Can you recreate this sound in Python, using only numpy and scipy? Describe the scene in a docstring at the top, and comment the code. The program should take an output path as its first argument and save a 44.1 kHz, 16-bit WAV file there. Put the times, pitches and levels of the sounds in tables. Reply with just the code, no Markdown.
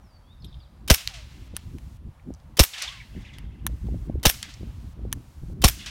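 """From the start, shaped noise gives wind and hiss; steady sines sing thinly; a gliding sine whistles as a far bird.
Noise bursts chip and tick. Then come four slow shots from a suppressed pistol on a gravel range, a metre or two
from a small microphone: hammer clicks, noise puffs of gas that ring steel, a low swept thump, the slide closing.
A rocky slope scatters flickering noise bands and swarms of falling tones; bullet strikes are filtered bursts,
fragments whine as gliding tones, and after the first three shots a case rings its resonances on gravel."""
import sys
import numpy as np
from scipy import signal
from scipy.fft import rfft, irfft
from scipy.io import wavfile
from scipy.ndimage import uniform_filter1d

SR = 44100
rng = np.random.default_rng(int(sys.argv[2]) if len(sys.argv) > 2 else 0)


def convert_level_to_amplitude(level_db):
    """Map a level in decibels to its linear amplitude factor."""
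    exponent = np.asarray(level_db, float) / 20
    return 10 ** exponent


def bounce(signal):
    """Save signal as a 16-bit WAV file at the path given by the first command-line argument."""
    frames = np.transpose(np.atleast_2d(signal))
    limited = np.clip(frames, -1, 1)
    pcm = np.round(limited * 32767).astype(np.int16)
    wavfile.write(sys.argv[1], SR, pcm)


N = 260190
T = np.arange(N) / SR  # time/s

# Levels in the tables are relative to the gains applied where they are used.
# Distant air, spectrum: [f/Hz, density level/dB]
AIR_SPECTRUM = [(290, -29.5), (500, -4), (1020, -4.5), (1260, -7.5), (1370, -9), (1920, -14), (4830, -22.5),
                (14500, -32), (16500, -30.5)]
AIR_DB = -64
# Thin steady tones in the hiss: [f/Hz, rms level/dB]
THIN_TONES = [(9663, -89), (10616, -89.5), (11806, -88), (13954, -106), (15030, -102)]
# Times at which the hiss steps up, near sharp sounds: [t/s]
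HISS_UP = [.878, 1.075, 1.566, 2.57, 2.822, 3.666, 4.231, 4.528, 5.128, 5.617]
HISS_HOLD_S = .407
# Strength of the breeze on the microphone: [t/s, level/dB]
BREEZE = [(0, -49.5), (.25, -48.5), (.5, -46), (.7, -49), (.87, -38), (1.3, -41.5), (1.78, -39),
          (1.98, -46), (2.08, -38.5), (2.14, -51.5), (2.5, -45.5), (3.0, -48.5), (3.3, -45), (3.47, -35),
          (3.57, -41.5), (3.85, -37), (4.18, -31.5), (4.5, -35.5), (4.9, -39.5), (5.15, -36), (5.32, -50),
          (5.45, -38), (5.62, -26), (5.9, -37.5)]
# Eddies that slap the port and swell the wind around them: [t/s, slap peak level/dB, swell/dB, swell width/s]
EDDIES = [(0.451, -59, 7.5, 0.033), (.585, -62, 2.5, 0.02), (1.537, -35, 4, .03), (1.751, -55, 6, 0.025),
          (2.302, -28, 12.5, 0.042), (2.962, -61, 1.5, 0.02), (3.148, -40, 2.5, 0.12),
          (3.187, -53, 9, 0.055), (3.47, -60, -0.5, 0.017), (3.694, -38.5, 6.5, 0.045),
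          (3.884, -29, 6.5, 0.052), (3.941, -30.5, 4, 0.035), (4.095, -17.5, 4.5, 0.036),
          (4.153, -24, 6, 0.0161), (4.607, -41, 2.5, 0.023), (4.628, -29, 8, 0.022), (4.67, -41, 3.5, .02),
          (4.885, -56, 5, 0.01), (4.99, -33, 4, 0.029), (5.049, -29.5, 7, 0.038), (5.17, -45, 4, 0.029),
          (5.433, -45, 7.5, 0.015), (5.497, -37, 3.5, 0.022)]
# Wind spectra, low rumble, higher flutter and single slaps: [f/Hz, density level/dB]
RUMBLE = [(15, -15.5), (30, -12), (55, 3.5), (90, -4), (140, -8.5), (200, -26), (300, -76)]
FLUTTER = [(100, -31.5), (160, 2), (220, 0), (350, -8.5), (550, -28), (900, -41), (1500, -62)]
SLAP = [(60, -45), (150, -1), (250, 5.5), (500, -3), (800, -18), (1200, -82), (2000, -100)]
DIP_DB, DIP_S, DIP_WIDTH_S = -9.5, .17, 0.16  # the wind noise dips after every shot
FLUTTER_DB, FLUTTER_SLOPE = -14, 1  # offset from the rumble level; growth in dB per dB of breeze
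WAVER_DB = 1.5  # spread of the rumble level
# Bird whistles, one list a note: [t/s, f/Hz, rms level/dB]
BIRD_NOTES = [
    [(0, 6235, -82.5), (.05, 5500, -74), (.11, 4750, -75.5), (.17, 4498, -65.5), (.19, 4350, -78.5)],
    [(.22, 3150, -82.5), (.28, 3390, -69), (.33, 3770, -62.5), (.345, 4056, -81)],
    [(.40, 5250, -69.5), (.425, 4950, -66.5)],
    [(.46, 5620, -69), (.485, 4850, -65.5), (.50, 4330, -72)],
    [(.585, 5200, -71), (.62, 4536, -65.5), (.645, 3693, -68), (.67, 2993, -70)],
]
# Short bird chips: [t/s, peak level/dB, centre f/Hz, first resonance width/Hz, t60/s]
BIRD_CHIPS = [(.421, -49, 4130, 1160, 0.09), (.444, -38.5, 3617, 930, 0.044), (.527, -46, 3500, 685, .03),
              (.543, -44.5, 3500, 600, 0.026), (.602, -52, 3500, 715.6, .03)]
# Faint ticks in the gravel: [t/s, peak level/dB, centre f/Hz, first resonance width/Hz, t60/s]
GRAVEL_TICKS = [(.446, -55, 11500, 250, 0.054), (.446, -46.5, 8230, 7000, .04),
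                (2.195, -53, 2050, 490, 0.03), (2.339, -41, 6000, 3000, 0.0082),
                (2.347, -47, 5500, 2010, 0.014), (2.40, -54, 4040, 3015, 0.028),
                (3.3374, -53, 6000, 5000, 0.023), (4.198, -52.5, 2910, 4030, 0.026),
                (4.539, -37, 4880, 3000, 0.035), (5.118, -45, 3000, 5020, 0.017)]
# Shots: [t/s, blast level/dB, thump delay/s, thump level/dB, settled thump f/Hz]
SHOTS = [(0.8998, -10, .0095, -2.5, 57.4), (2.592, -9.5, .010, -2, 56.8), (4.253, -11, .0125, -9.5, 49.7),
         (5.640, -10, 0.0085, -3, 58)]
# Trigger and hammer before the blast: [delay from shot/s, level/dB, t60/s]
HAMMER = [(-.0228, -29, .015), (-.0195, -31, .015), (-.0175, -25, .008), (-.016, -40, .12)]
# Resonances of the steel: [f/Hz, width/Hz, level/dB]
STEEL = [(1950, 360, -12), (2750, 210, 1.5), (3500, 670, -2.5), (5500, 1200, 2), (10200, 700, -12),
         (12300, 1700, -12)]
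# Gas leaving can and breech in puffs: [delay from shot/s, level over blast/dB, t60/s]
PUFFS = [(0., 5.5, 0.018), (.0022, 2, 0.016), (.0052, 7, 0.018), (0.0108, -3.5, 0.023), (.013, -0.5, 0.043),
         (0., -10, 0.078)]
# Spectrum of the gas jet: [f/Hz, density level/dB]
BLAST_SPECTRUM = [(210, -25.5), (350, -2), (600, 0.5), (921, -5), (2200, -6.5), (3510, -6), (4190, -11.5),
                  (5340, -9.5), (7610, -14.5), (9090, -10), (15000, -17), (16500, -23.5)]
# Slide running forward, round feeding, lock-up, rebound: [delay from lock-up/s, level/dB, t60/s]
SLIDE = [(-.02, -13, .12), (-.0055, -7, .025), (-.0003, 5, .007), (.002, -18, .05), (.0115, -14, .012)]
# Resonances of the locking slide: [f/Hz, width/Hz, level/dB]
LOCK = [(2000, 2200, -6.5), (3700, 600, 1), (5520, 380, 0.5), (8900, 590, 1.5), (12400, 870, 0.5)]
KICK_DB, SLIDE_DB = -8, -11.5  # slide on its rear stop; slide back home
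HOME_S = .045  # from the shot to lock-up
# What ground, trees and far hillside return of every shot: [delay/s, rise/s, level/dB, treble/dB, t60/s]
RETURNS = [(.04, 0.03, -43, 10, 0.81), (.15, 0.035, -58, -18.5, 2.55)]
# Answering slope patches and showers of thrown grit: [t/s, level/dB, t60/s, share of whizzes 0-1]
PATCHES = [(0.974, -36.5, 0.35, 0.05), (1.078, -41.5, 0.29, 0), (1.133, -42, 0.49, 0),
           (1.27, -58, 1.9, 0.47), (1.545, -53.5, 0.49, .2), (2.728, -36.5, 0.64, 0.47),
           (2.775, -35, 0.44, 0), (2.815, -29, 0.28, 0.1), (2.868, -42, 0.68, 0.5),
           (2.92, -47.5, 0.23, 0.63), (3.0, -65, 0.22, 0.7), (3.09, -60, 3.6, 0.96), (3.2, -58, 0.67, 0.5),
           (3.245, -53.5, 0.49, 0.8), (3.329, -52.5, 0.35, 0.7), (4.34, -39.5, 0.072, 0.1),
           (4.432, -42.5, 0.31, 0.5), (4.486, -46, 0.41, 0), (5.778, -43.5, 1.1, 0.6),
           (5.858, -34, 0.27, 0)]
PATCH_RISE, PATCH_TREBLE_DB = 0.019, -11.5  # rise as a share of t60; treble level
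TREBLE_HASTE = 1  # the treble fades faster by this share
# Bands of the slope echo: [f/Hz, level/dB]
SLOPE_BANDS = [(700, -23.5), (1000, -20), (1400, -14), (2000, -12), (2800, -4), (4000, -5.5), (5600, -2),
               (8000, -9.5), (11200, -13), (14000, -16)]
# Bullet on rock: [t/s, peak level/dB, centre f/Hz, first resonance width/Hz, t60/s]
ROCK_STRIKES = [(1.0752, -5.5, 3800, 4750, 0.0033), (2.8225, -15.5, 6000, 8030, 0.011),
                (4.4285, -17.5, 3500, 6000, 0.014), (5.861, -27.5, 4860, 6000, .015)]
# Tumbling bullet fragments whining away, one list each: [t/s, f/Hz, rms level/dB]
WHINES = [
    [(1.085, 870, -58), (1.15, 690, -58.5), (1.22, 592, -63.5), (1.275, 540, -76)],
    [(2.825, 520, -54), (2.86, 800, -55), (2.885, 1030, -54), (2.925, 1170, -58), (3.0, 1000, -65),
     (3.08, 870, -73)],
]
# Splinters that zip past with a quick fall in pitch: [t/s, start f/Hz, rms level/dB]
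ZIPS = [(2.734, 3700, -41.5), (2.765, 3930, -44), (2.805, 2294, -36.5), (2.823, 6370, -45),
        (2.877, 3700, -37), (3.0, 2410, -47), (3.249, 2590, -50), (3.286, 3330, -48)]
ZIP_S, ZIP_FALL, ZIP_FADE_DB = .023, .65, -12.5  # length, end pitch over start pitch, change of level
# Brass case on gravel, bright knocks, and fainter, duller touches before or after them:
# [t/s, peak level/dB, upper corner f/Hz]
CASE_LANDINGS = [(1.5661, -12.5, 15100), (1.7846, -37.5, 5040), (3.3848, -28, 6000), (3.6661, -10.5, 16720),
                 (3.869, -47, 3000), (5.1274, -9, 18080)]
# Resonances of the case: [f/Hz, width/Hz, level/dB]
BRASS = [(1060, 370, -2.5), (1770, 170, 5.5), (3150, 620, -2), (6000, 330, 3), (9980, 1130, 1.5),
         (12300, 1140, -1), (14200, 930, -2.5)]


def noise():
    """White noise: equal power at all frequencies."""
    return rng.standard_normal(N)


def colour(x, points):
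    """Spectral shaping: weights x by (f/Hz, level/dB) points and normalises its spread to 1."""
    hz, db = np.transpose(points)
    f = np.maximum(np.fft.rfftfreq(len(x), 1 / SR), 1)
    gain = convert_level_to_amplitude(np.interp(np.log(f), np.log(hz), db))
    y = irfft(rfft(x) * gain, len(x))
    return y / np.std(y)


def band(x, hz, width):
    """Two-pole resonance with gain 1 at the centre."""
    return signal.lfilter(*signal.iirpeak(hz, hz / width, SR), x)


def ring(x, modes):
    """Modal superposition: the resonances of a body add with alternating sign."""
    return sum((-1) ** k * convert_level_to_amplitude(db) * band(x, hz, width) for k, (hz, width, db) in enumerate(modes))


def fade(s, t60, rise=0.0008):
    """Exponential decay: an envelope rising from s that falls 60 dB in t60."""
    out, i = np.zeros(N), int(s * SR)
    t = T[:min(N - i, int(2 * t60 * SR))]
    out[i:i + len(t)] = np.minimum(t / rise, 1) * convert_level_to_amplitude(-60 * t / t60)
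    return out


def bell(s, width):
    """Gaussian envelope: a smooth rise and fall around s."""
    return np.exp(-((T - s) / width) ** 2)


def flicker(rate):
    """Random modulation: levels drawn at a rate/Hz, joined smoothly, spread 1."""
    k = int(SR / rate)
    steps = np.repeat(rng.standard_normal(N // k + 1), k)
    smooth = uniform_filter1d(steps, k)[:N]
    return smooth / np.std(smooth)


def distant(x, t60, wet_db):
    """Reverberation: convolution with decaying noise, the blur of trees and rock around a far source."""
    t = T[:int(t60 * SR)]
    tail = rng.standard_normal(len(t)) * convert_level_to_amplitude(-60 * t / t60)
    return x + convert_level_to_amplitude(wet_db) * signal.fftconvolve(x, tail / np.linalg.norm(tail))[:N]


def whistle(notes, rough_db):
    """Frequency modulation: gliding sines whose level is roughened at random."""
    out = np.zeros(N)
    for note in notes:
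        s, hz, db = np.transpose(note)
        on = slice(int(s[0] * SR), int(s[-1] * SR))
        turns = np.cumsum(np.interp(T[on], s, hz)) / SR
        tone = np.sin(2 * np.pi * turns)
        level = np.sqrt(2) * convert_level_to_amplitude(np.interp(T[on], s, db))
        out[on] += level * signal.windows.tukey(len(tone), .2) * tone
    return out * convert_level_to_amplitude(rough_db * flicker(110))


def clicks(rows):
    """Impulsive excitation: decaying noise bursts through two resonances in series."""
    out = np.zeros(N)
    for s, peak_db, hz, width, t60 in rows:
        i = int(s * SR)
        t = T[:min(N - i, int(t60 * SR))]
        burst = rng.standard_normal(SR // 4)[:len(t)] * convert_level_to_amplitude(-60 * t / t60)
        y = band(band(burst, hz, width), hz, 0.9 * width)
        out[i:i + len(t)] += convert_level_to_amplitude(peak_db) * y / np.max(np.abs(y))
    return out


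def floor():
    """Stationary background: distant air and thin tones; a stepped hiss replaces the tones at set times."""
    up = np.any([(T > s) & (T < s + HISS_HOLD_S) for s in HISS_UP], axis=0)
    hiss = colour(noise(), [(300, -25.5), (1500, 2.5), (6000, 1.5), (16000, -5.5)])
    tones = sum(np.sqrt(2) * convert_level_to_amplitude(db) * np.sin(2 * np.pi * hz * T) for hz, db in THIN_TONES)
    air = convert_level_to_amplitude(AIR_DB + flicker(8.2)) * colour(noise(), AIR_SPECTRUM)
    return air + convert_level_to_amplitude(-65.5) * hiss * up + tones * (1 - up)


def wind():
    """Turbulent pressure: eddies on the port give a rumble, a spikier flutter above it and single slaps."""
    swell_db = sum(db * bell(s, width) for s, _, db, width in EDDIES)
    dips_db = sum(DIP_DB * bell(s + DIP_S, DIP_WIDTH_S) for s, *_ in SHOTS)
    breeze_db = np.interp(T, *np.transpose(BREEZE)) + swell_db + dips_db
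    flutter_db = -39.5 + FLUTTER_DB + FLUTTER_SLOPE * (breeze_db + 39.5)
    flutter_db = flutter_db + .8 * swell_db + 2.6 * flicker(18)
    rumble = colour(noise() * convert_level_to_amplitude(3 * flicker(25)), RUMBLE)
    flutter = colour(noise() * convert_level_to_amplitude(3 * flicker(60)), FLUTTER)
    slaps, t = np.zeros(N), T[:int(.04 * SR)]
    for s, peak_db, *_ in EDDIES:
        y = colour(rng.standard_normal(len(t)), SLAP) * np.exp(-((t - .02) / 0.0018) ** 2)
        i = int((s - .016) * SR)
        slaps[i:i + len(t)] += convert_level_to_amplitude(peak_db) * y / np.max(np.abs(y))
    return convert_level_to_amplitude(breeze_db + WAVER_DB * flicker(15)) * rumble + convert_level_to_amplitude(flutter_db) * flutter + slaps


def bird():
    """Gliding near-sines reach the ear with their reverberation."""
    return distant(whistle(BIRD_NOTES, 2.), 1.3, -4.0)


def chips():
    """Band-limited transients: short far bird chips with their reverberation."""
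    return distant(clicks(BIRD_CHIPS), .6, -8.5)


def gravel_ticks():
    """Impulsive excitation of gravel: faint filtered bursts."""
    return clicks(GRAVEL_TICKS)


def hammer():
    """Impact excites steel modes; a thin tone grows between the fall of the hammer and the blast."""
    envelope = sum(convert_level_to_amplitude(db) * fade(s + d, t60) for s, *_ in SHOTS for d, db, t60 in HAMMER)
    tick = noise() * envelope
    singing = np.zeros(N)
    for s, *_ in SHOTS:
        gate = (T > s - .014) & (T < s)
        singing = singing + convert_level_to_amplitude(-32) * gate * convert_level_to_amplitude(500 * (T - s).clip(-.014, 0))  # grows 500 dB/s
    return convert_level_to_amplitude(0.5) * tick + convert_level_to_amplitude(8) * ring(tick, STEEL) + singing * np.sin(2 * np.pi * 3100 * T)


def gas_blast():
    """Jet noise in ragged puffs rings the steel, and the air in the can booms by cavity resonance."""
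    gas = sum(convert_level_to_amplitude(blast_db + db) * fade(s + d, t60)
              for s, blast_db, *_ in SHOTS for d, db, t60 in PUFFS)
    jet = colour(noise(), BLAST_SPECTRUM) * convert_level_to_amplitude(flicker(900)) * gas
    # the boom starts to swell just before the first puff and goes on growing through them
    boom = sum(fade(s - .007, 0.055, 0.042) for s, *_ in SHOTS)
    can = convert_level_to_amplitude(19.5) * band(noise() * boom, 310, 160)
    return convert_level_to_amplitude(-4.0) * jet + convert_level_to_amplitude(3.0) * ring(noise() * gas, STEEL) + convert_level_to_amplitude(-3.5) * can


def thump():
    """Pressure swing of the expelled gas: a chirp that settles on a low bounce, led by a slide kick."""
    out = np.zeros(N)
    for s, _, lag, thump_db, thump_hz in SHOTS:
        t = np.maximum(T - s - lag, 0)
        turns = thump_hz * t + 0.33 * (1 - np.exp(-t / 0.00051))
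        envelope = np.minimum(t / 0.0015, 1) * np.exp(-(t / 0.018) ** 2.1)
        out = out - convert_level_to_amplitude(thump_db) * envelope * np.sin(2 * np.pi * turns)
        # a short kick as the slide hits its stop, just ahead of the swing
        out = out + convert_level_to_amplitude(KICK_DB) * bell(s + lag - 0.00095, 0.0011)
    return out


def slide_home():
    """Impact and friction: noise bursts of the closing slide excite its lock-up modes."""
    envelope = sum(convert_level_to_amplitude(SLIDE_DB + db) * fade(s + HOME_S + d, t60)
                   for s, *_ in SHOTS for d, db, t60 in SLIDE)
    hit = noise() * envelope
    return convert_level_to_amplitude(-6.5) * band(hit, 4800, 16000) + convert_level_to_amplitude(6.5) * ring(hit, LOCK)


def whizz_swarm():
    """Granular superposition: 2600 short tones of falling pitch, slightly blurred."""
    swarm, t = np.zeros(N + SR), T[:int(.018 * SR)]
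    for at, pitch, fall, size in rng.random((2600, 4)):
        hz = 2000. * 2 ** (1.15 * pitch) * np.exp(-t * (13.0 + 17.0 * fall))
        i = int(at * N)
        tone = np.sin(2 * np.pi * np.cumsum(hz) / SR)
        swarm[i:i + len(t)] += convert_level_to_amplitude(9 * size) * np.hanning(len(t)) * tone
    swarm = distant(swarm[:N], 0.2, -2.5)
    return swarm / np.std(swarm)


def slope():
    """Diffuse scattering: echo powers add in flickering bands and in swarms of falling whizzes."""
    echoes = [(s + d, rise, db, top_db, t60, .2) for s, *_ in SHOTS for d, rise, db, top_db, t60 in RETURNS]
    echoes += [(s, PATCH_RISE * t60, db, PATCH_TREBLE_DB, t60, share) for s, db, t60, share in PATCHES]
    wash = np.zeros(N)
    for hz, band_db in SLOPE_BANDS:
        treble = np.clip(np.log(hz / 4000) / np.log(9000 / 4000), 0, 1.4)  # the top dies first
        power = np.zeros(N)
        for s, rise, db, top_db, t60, share in echoes:
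            envelope = convert_level_to_amplitude(db + treble * top_db) * fade(s, t60 / (1 + TREBLE_HASTE * treble), rise)
            power = power + (1 - min(share, .9) ** 2) * envelope ** 2
        grain = band(band(noise(), hz, hz / 1.6), hz, hz / 1.6)
        wash = wash + convert_level_to_amplitude(band_db + 0.54 * flicker(60)) * np.sqrt(power) * grain / np.std(grain)
    whizz_power = sum((share * convert_level_to_amplitude(db) * fade(s, t60, rise)) ** 2 for s, rise, db, _, t60, share in echoes)
    return wash + convert_level_to_amplitude(2.5) * np.sqrt(whizz_power) * whizz_swarm()


def rock_strikes():
    """Impulsive excitation of rock by the bullet: filtered bursts."""
    return clicks(ROCK_STRIKES)


def splinters():
    """Gliding tones: long whines of tumbling fragments and short blurred zips."""
    zips = [[(s, hz, db), (s + ZIP_S, ZIP_FALL * hz, db + ZIP_FADE_DB)] for s, hz, db in ZIPS]
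    return whistle(WHINES, 2) + distant(whistle(zips, 5), .08, 2)


def cases():
    """Modal excitation: a sharp knock, a scrape of stones and a small second touch ring the brass."""
    out = np.zeros(N)
    t = T[:int(.04 * SR)]
    knock = convert_level_to_amplitude(-60 * t / 0.0057)
    scrape = convert_level_to_amplitude(-9.5 - 60 * t / 0.01)
    touch = (t > .0055) * convert_level_to_amplitude(-15.5 - 60 * (t - .0055) / 0.013)
    for s, peak_db, upper_hz in CASE_LANDINGS:
        push = rng.standard_normal(len(t)) * (knock + scrape + touch)
        push[0] = 4.  # the first contact is one hard edge
        body = ring(push, BRASS) + convert_level_to_amplitude(-9.0) * push
        y = signal.lfilter(*signal.butter(1, [600, upper_hz], "band", fs=SR), body)
        i = int(s * SR)
        out[i:i + len(t)] += convert_level_to_amplitude(peak_db) * y / np.max(np.abs(y))
    return out


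def scene():
    """Linear superposition of all sources at one microphone."""
    background = floor() + wind()
    far = bird() + chips() + slope() + splinters()
    pistol = hammer() + gas_blast() + thump() + slide_home()
    near = gravel_ticks() + pistol + rock_strikes() + cases()
    return (background + far + near)[None]


def top_cut(x):
    """Nothing passes above the cut-off."""
    return signal.sosfilt(signal.butter(12, 16810, fs=SR, output="sos"), x)


def record(dry):
    """Saturation and band limiting: the loudest peaks are rounded off, then the top is cut."""
    rounded = np.tanh(1.162 * dry) / 1.099
    low_pass = signal.ellip(6, .2, 50, 15900, fs=SR, output="sos")
    mix = signal.sosfilt(low_pass, rounded)
    return top_cut(mix)


dry = scene()
out = record(dry)
bounce(out)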